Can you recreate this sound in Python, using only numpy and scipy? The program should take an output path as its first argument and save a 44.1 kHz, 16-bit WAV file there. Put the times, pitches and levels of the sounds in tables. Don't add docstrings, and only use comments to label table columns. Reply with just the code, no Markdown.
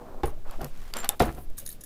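import sys
import numpy as np
from scipy import signal
from scipy.fft import rfft, irfft, next_fast_len
from scipy.io import wavfile
from scipy.ndimage import map_coordinates

SR = 44100
rng = np.random.default_rng(int(sys.argv[2]) if len(sys.argv) > 2 else 0)


def field_ratio(decibels):
    return 10 ** (np.asarray(decibels, dtype=float) / 20)


def store_wav(level_fs):
    pcm = np.round(np.clip(np.atleast_2d(level_fs), -1, 1) * 32767)
    wavfile.write(sys.argv[1], SR, pcm.T.astype(np.int16))


N = 81585
TICK_LAG_S = 0.0006


def unit(x):
    return x / np.sqrt(np.mean(x ** 2) + 1e-20)


def along(points, hz):
    f, v = np.transpose(points)
    return np.interp(np.log(hz + 1), np.log(f + 1), v)


def curve(rows):
    s, v = np.transpose(rows)
    return np.interp(np.arange(N) / SR, s, v)


def filtered(x, response):
    m = next_fast_len(x.shape[-1] + 8192)
    spectrum = rfft(x, m) * response(np.fft.rfftfreq(m, 1 / SR))
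    return irfft(spectrum, m)[..., :x.shape[-1]]


def noise(tone, size=N):
    return unit(filtered(rng.standard_normal(size), lambda hz: field_ratio(along(tone, hz))))


def wander(count, position):
    return map_coordinates(rng.standard_normal(count), [position])


def peaks(rows):
    def response(f):
        total = 0
        for k, (c, w, db) in enumerate(rows):
            total = total + (-1) ** k * field_ratio(db) * 1j * f * w / (c * c - f * f + 1j * f * w)
        return total
    return response


def fade(t, t60):
    return field_ratio(-60 * t / max(t60, 1e-3))


def ring(modes, t):
    return sum(field_ratio(db) * fade(t, t60) * np.sin(2 * np.pi * hz * t) for hz, db, t60 in modes)


def add(out, s, x):
    part = out[round(s * SR):][:len(x)]
    part += x[:len(part)]


def strokes():
    # start/s, length/s, level/dB, centre/Hz, width/octaves
    stroke_rows = [
        (0, 0.23, -46, 543, 0.98),
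        (0.439, 0.14, -45, 775, 1),
        (0.57, 0.11, -43.5, 370, 1.7),
        (0.69, 0.24, -55.5, 1290, 2.2),
        (0.925, 0.16, -40.5, 1120, 1.59),
        (1.032, 0.035, -44, 750, 0.44),
        (1.079, 0.08, -44, 920, 1.3),
        (1.239, 0.082, -40, 970, 1.12),
        (1.357, 0.061, -42, 466, 1.35),
        (1.567, 0.079, -57, 452, 1.5),
    ]
    # f/Hz, width/Hz, level/dB
    bore = [(230, 19, 13.5), (393, 29, 2), (486, 28, 4), (744, 270, -4), (915, 93, -0.5), (1170, 700, -6)]
    grain_db, grain_rate_hz, drift_db, drift_rate_hz, edge_s = 2.5, 220, 2, 25, 0.028
    out, t = np.zeros(N), np.arange(SR // 3) / SR
    for s, length, db, hz, width in stroke_rows:
        def colour(f):
            bell = field_ratio(-6 * (np.log2((f + 1) / hz) / width) ** 2)
            return bell * (0.38 + np.abs(peaks(bore)(f))) + field_ratio(-38.5) * (f > hz)
        roughness_db = grain_db * wander(1000, t * grain_rate_hz) + drift_db * wander(100, t * drift_rate_hz)
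        grind = unit(field_ratio(roughness_db) * filtered(rng.standard_normal(len(t)), colour))
        since_start = t + (s < 0.01)
        gate = np.clip(np.minimum(since_start, length - t) / edge_s, 0, 1)
        add(out, s, field_ratio(db) * grind * gate)
    return out


def thuds():
    thud_times = [.2338, .609, 1.2018, 1.278, 1.380]
    # peak/dB, contact/s, boom/dB, brightness/dB per half octave
    thud_rows = [
        (-16, 0.0054, -21, -5),
        (-26.5, 0.0041, -32, -4),
        (-7.5, 0.0092, -17.5, -4),
        (-35, 0.0059, -24.5, -4),
        (-36.5, 0.0036, -37.5, -4.5),
    ]
    # f/Hz, level/dB, t60/s
    frame_down = [(279, -18, 0.058), (362.3, 6.5, 0.047), (459.7, -1, 0.088), (527, -7.5, 0.097),
                  (620, -7, 0.045), (804, -0.5, 0.058), (1075, -6.5, 0.049), (1400, -16.5, 0.032),
                  (1675, -15.5, 0.049)]
    # f/Hz, level/dB, t60/s
    frame_up = [(137, -8, .12), (211, -6, 0.13), (350, -6, 0.13), (385, 5, .045), (463, -8, 0.12),
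                (618, -6, 0.075), (722, 7, 0.075), (918, -9, .09), (1000, -10, .09), (1362, -10, 0.055),
                (1730, -18, 0.05), (2008, -14, .05), (2400, -20, .04)]
    # f/Hz, level/dB, t60/s
    bench_top = [(62, 0.5, 0.19), (43.8, -5.5, 0.27), (130.6, -5, 0.18)]
    front_db, front_t60_s = -18.5, 0.036
    shudder_db, shudder_t60_s, shudder_rise_s = -15.5, 0.22, 0.00023
    front_tone = [(700, -30), (1500, -1), (3200, -2), (4500, -14), (9000, -22)]
    out, t = np.zeros(N), np.arange(SR // 3) / SR
    for s, (db, contact_s, boom_db, tilt_db) in zip(thud_times, thud_rows):
        push = 0.0029 * rng.standard_normal(len(t)) ** 3 * (t < contact_s) + (t == 0)
        modes = frame_down if s < 0.4 else frame_up
        swell = sum(ring([m], t) * np.minimum(t * m[0] / 2.03, 1) for m in modes)
        frame = signal.fftconvolve(push, swell)[:len(t)]
        frame = frame / np.abs(frame).max()

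        shudder_tone = [(40, -40), (250, 0), (700, 0), (700 * 16, 8 * tilt_db)]
        shudder = noise(shudder_tone, size=len(t)) * fade(np.maximum(t - 0.5 * contact_s, 0), shudder_t60_s)
        shudder = shudder * field_ratio(0.66 * wander(100, t * 130)) * np.minimum(t / shudder_rise_s, 1)

        front = field_ratio(front_db) * noise(front_tone, size=len(t)) * fade(t, front_t60_s)
        boom = field_ratio(boom_db) * ring(bench_top, t) * np.minimum(t / contact_s, 1)
        add(out, s, field_ratio(db) * (frame + front + field_ratio(shudder_db) * shudder) + boom)
    return out


def knocks():
    # t/s, peak/dB, f/Hz, t60/s
    knock_rows = [(.277, -27, 390, 0.057), (.279, -32.5, 1100, 0.03), (.329, -38.5, 620, 0.035),
                  (.375, -42.5, 645, 0.033), (.462, -40.5, 546, 0.048), (.536, -40, 810, .03),
                  (.585, -29, 323, 0.02), (.593, -33, 670, 0.033), (.607, -35, 1500, .03),
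                  (.618, -28, 720, .035), (0.6236, -38, 390, 0.024), (0.628, -29.5, 144, 0.18),
                  (.646, -35.5, 540, 0.057), (1.036, -39, 1150, .04), (1.0465, -28.5, 748, 0.035),
                  (1.055, -37, 720, 0.041), (1.097, -25, 824, 0.038), (1.2175, -11, 705, 0.042),
                  (1.220, -11.5, 451, 0.055), (1.236, -19.5, 225, 0.073), (1.265, -28, 329, 0.16),
                  (1.503, -48, 620, 0.055), (1.582, -45.5, 1180, 0.034), (1.581, -49.5, 1620, 0.059),
                  (1.624, -44.5, 550, .07), (1.689, -48, 1800, 0.061), (1.836, -50.5, 1700, .04)]
    rise_cycles = 1.05
    out, t = np.zeros(N), np.arange(SR // 5) / SR
    for s, db, hz, t60 in knock_rows:
        add(out, s, ring([(hz, db, t60)], t) * np.minimum(t * hz / rise_cycles, 1))
    return out


def pins():
    # t/s, peak/dB, tone/Hz, tone/dB, lift above 6 kHz/dB
    tick_rows = [(0.2332, -47, 3640, -10, 0), (0.5098, -33.5, 4430, -10, 0), (0.615, -31.5, 4840, -10, 0),
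                 (0.6443, -25, 5130, -10, 0), (0.774, -42, 4050, -10, 0), (0.9375, -22, 4650, -3, -7),
                 (.9672, -32, 9100, 1, 0), (0.9688, -22, 3900, -25, -3), (0.9848, -32, 4170, -20, -2),
                 (.9867, -29, 3000, -14, -3), (1.0445, -21, 4400, -5, -2), (1.1952, -27, 4000, -20, -2),
                 (1.1976, -21, 4900, -5, 1), (1.2015, -21, 4100, -14, -4)]
    # t/s, peak/dB
    flick_rows = [(1.0028, -22.5), (1.0094, -40), (1.0294, -46), (1.3174, -46), (1.3253, -36),
                  (1.3484, -36), (1.3886, -44), (1.5008, -44)]
    # start/s, pinched/s, f/Hz, level/dB, t60/s
    pin_rows = [(.9385, .948, 7400, -39, .025), (.969, .987, 7327, -40, .3), (.987, 1.021, 7327, -39, 1.9),
                (1.021, 1.045, 7327, -53, .3), (.970, .988, 12490, -48, .6),
                (1.0455, 1.09, 12490, -37, .045), (.9685, .976, 9100, -38, .02),
                (.988, 1.028, 8942, -41, .07), (.989, 1.01, 9350, -43, .05),
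                (.6445, .656, 12490, -37, .022), (.615, .625, 12900, -44, .025)]
    crack_t60_s, tone_t60_s, flick_t60_s, pinch_t60_s = 0.011, 0.008, 0.0053, 0.0031
    out, t = np.zeros(N), np.arange(SR // 5) / SR
    for s, db, hz, tone_db, top_db in tick_rows:
        crack_tone = [(1000, -5), (3500, -4), (7000, top_db - 3.5), (12000, top_db + 0.77), (16000, top_db - 18)]
        crack = 0.49 * noise(crack_tone, size=len(t)) * fade(t, crack_t60_s)
        tones = ring([(hz, tone_db, tone_t60_s), (0.99 * hz, tone_db - 16, tone_t60_s)], t)
        add(out, s + TICK_LAG_S, field_ratio(db) * (crack + tones))
    for s, db in flick_rows:
        speck = noise([(4000, -10.5), (11000, -6.5), (16000, -10.5)], size=len(t)) * fade(t, flick_t60_s)
        add(out, s + TICK_LAG_S, field_ratio(db - 5) * speck)
    for s, pinched, hz, db, t60 in pin_rows:
        damping = fade(np.maximum(t - pinched + s, 0), pinch_t60_s)
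        add(out, s, ring([(hz, db, t60)], t) * damping)
    return out


def snaps():
    # t/s, peak/dB, case ring under it/dB
    snap_rows = [
        (1.0912, -2.5, -18),
        (1.1228, -38, -4),
    ]
    # f/Hz, level/dB, t60/s
    case_modes = [(3607, 0, .027), (904, -16, .06)]
    clip_hz, clip_t60_s, tail_db, tail_t60_s = 9970, 0.0034, -26.5, 0.053
    clip_modes = [(clip_hz, 0, clip_t60_s), (0.794 * clip_hz, -4, clip_t60_s), (1.192 * clip_hz, -5, clip_t60_s)]
    tail_tone = [(900, -22.5), (6000, -27.5), (9800, -27), (16000, -35)]
    out, t = np.zeros(N), np.arange(SR // 5) / SR
    for s, db, case_db in snap_rows:
        tail = noise(tail_tone, size=len(t)) * fade(t, tail_t60_s)
        blow = filtered(ring(clip_modes, t), lambda f: (1j * f / (1j * f + 2200)) ** 2)
        add(out, s, field_ratio(db) * (blow + field_ratio(tail_db) * tail + field_ratio(case_db) * ring(case_modes, t)))
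    return out


def rattles():
    # t/s, peak/dB, t60/s, leading case/Hz
    rattle_rows = [(0.2474, -56, 0.02, 9000), (0.255, -31, 0.05, 10700), (0.2694, -36.5, 0.04, 10000),
                   (0.2795, -39, 0.033, 10000), (0.29, -44, 0.033, 10100), (0.3005, -47, 0.033, 6050),
                   (1.22, -24.5, 0.017, 13700), (1.2374, -40, 0.045, 14500), (1.252, -34, 0.065, 14400),
                   (1.264, -39, 0.05, 10000), (1.570, -46, .02, 12500), (1.573, -38, 0.022, 6640),
                   (1.5786, -29, 0.038, 10400), (1.584, -28.5, 0.022, 8100), (1.5855, -34, 0.04, 12800),
                   (1.594, -34, 0.033, 14900), (1.5973, -32, 0.04, 12800), (1.607, -40, .04, 9700),
                   (1.613, -44, 0.034, 12600), (1.626, -49, 0.056, 10000), (1.651, -40.5, 0.061, 12800),
                   (1.6613, -24, 0.037, 10400), (1.6736, -29, 0.025, 13100), (1.679, -40, 0.033, 12400),
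                   (1.6891, -27.5, 0.035, 10150), (1.7, -32, 0.049, 12800), (1.7133, -35.5, 0.06, 10000),
                   (1.7251, -34.5, 0.04, 12800), (1.737, -50, .06, 9800), (1.8078, -36.5, 0.069, 6900),
                   (1.8357, -34, 0.062, 11700)]
    # f/Hz, width/Hz, level/dB
    tray_high = [(8190, 670, -6.5), (9410, 550, 1.5), (10660, 1400, 0), (11200, 770, -1.5),
                 (12800, 570, -2), (14200, 750, -6.5), (15100, 690, -4.5)]
    # f/Hz, width/Hz, level/dB
    tray_low = [(1760, 260, -15.5), (3850, 255, -9), (4900, 1800, -16), (5840, 910, -12), (6600, 230, -4)]
    handled_s, handled_low_db = 1.5, 4
    jolt_s, grain_db, grain_rate_hz = 0.003, 2, 1500
    vary_db, lead_width_hz, lead_db = 3.5, 300, 2
    out, t = np.zeros(N), np.arange(SR // 6) / SR
    for s, db, t60, lead_hz in rattle_rows:
        lumps = field_ratio(grain_db * wander(400, t * grain_rate_hz))
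        decay = fade(np.maximum(t - jolt_s, 0), t60 * 0.84)
        burst = field_ratio(db - 3) * lumps * rng.standard_normal(len(t)) * decay
        low_lift_db = handled_low_db * (s > handled_s)
        modes = tray_high + [(hz, w, level + low_lift_db) for hz, w, level in tray_low]
        modes = [(hz, w, level + vary_db * rng.standard_normal()) for hz, w, level in modes]
        modes.append((lead_hz, lead_width_hz, lead_db))
        add(out, s + TICK_LAG_S, filtered(burst, peaks(modes)))
    return out


def brushes():
    # start/s, length/s, level/dB, lift above 9 kHz/dB
    brush_rows = [(0.462, 0.14, -58, -13.5), (0.59, 0.12, -54, -6), (0.732, 0.26, -62.5, 11),
                  (0.932, 0.49, -57.5, -2), (1.201, 0.22, -55.5, -1), (1.367, 0.091, -52.5, 12.5),
                  (1.566, 0.084, -51, -2.5), (1.652, 0.12, -54, -1)]
    out = np.zeros(N)
    for s, length, db, top_db in brush_rows:
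        u = np.arange(SR // 4) / SR / length
        tone = [(1200, -20), (2500, -1.5), (6500, -9.5), (10000, top_db), (14500, top_db), (16000, top_db + 1)]
        specks = field_ratio(0.85 * np.repeat(rng.standard_normal(len(u)), 90)[:len(u)])
        swell = np.sqrt(np.sin(np.pi * np.minimum(u, 1)) + 1e-9) * (u < 1)
        add(out, s, field_ratio(db) * noise(tone, size=len(u)) * specks * swell)
    return out


def room(x):
    # f/Hz, t60/s
    wall_t60 = [(200, 0.5), (2000, 0.27), (10000, 0.089)]
    hz, t, z = signal.stft(rng.standard_normal(SR // 2), SR, nperseg=256)
    decay = field_ratio(-60 * t / along(wall_t60, hz)[:, None])
    tail = signal.istft(z * decay, SR, nperseg=256)[1]
    return signal.fftconvolve(np.pad(x, (150, 0)), tail / np.linalg.norm(tail))[:N]


def background():
    # t/s, level/dB
    sway_level = [(0, -44), (.3, -28.5), (.7, -30.5), (.85, -32), (1.0, -33), (1.17, -40), (1.44, -38.5),
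                  (1.51, -21), (1.62, -39), (1.85, -40)]
    # f/Hz, level/dB per Hz
    sway_tone = [(2.4, -13), (4.0, 22.5), (16, 17), (66, -20), (97, -48), (120, -14.5), (160, -55),
                 (260, -120)]
    # f/Hz, level/dB per Hz
    hiss_tone = [(35, -14), (60, 6.5), (287, -5.5), (593, -10.5), (822, -18), (11500, -32.5), (16000, -26)]
    hiss_db = -52.5
    return field_ratio(hiss_db) * noise(hiss_tone) + field_ratio(curve(sway_level)) * noise(sway_tone)


def scene():
    room_db = -20.5
    hits = [thuds(), pins(), snaps(), rattles(), knocks()]
    echoed = sum(h + field_ratio(room_db) * room(h) for h in hits)
    return (echoed + strokes() + brushes() + background())[None]


def low_pass(x):
    return signal.sosfilt(signal.butter(12, 16890, fs=SR, output="sos"), x)


def record(dry):
    top_hz, over_hz, over_db = 15900, 16800, -28
    corners_hz = [top_hz - 600, top_hz + 200, over_hz - 300, over_hz]
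    mix = filtered(dry, lambda hz: field_ratio(np.interp(hz, corners_hz, [0, over_db, over_db, -120])))
    return low_pass(np.clip(mix, -1, 1))


dry = scene()
out = record(dry)
store_wav(out)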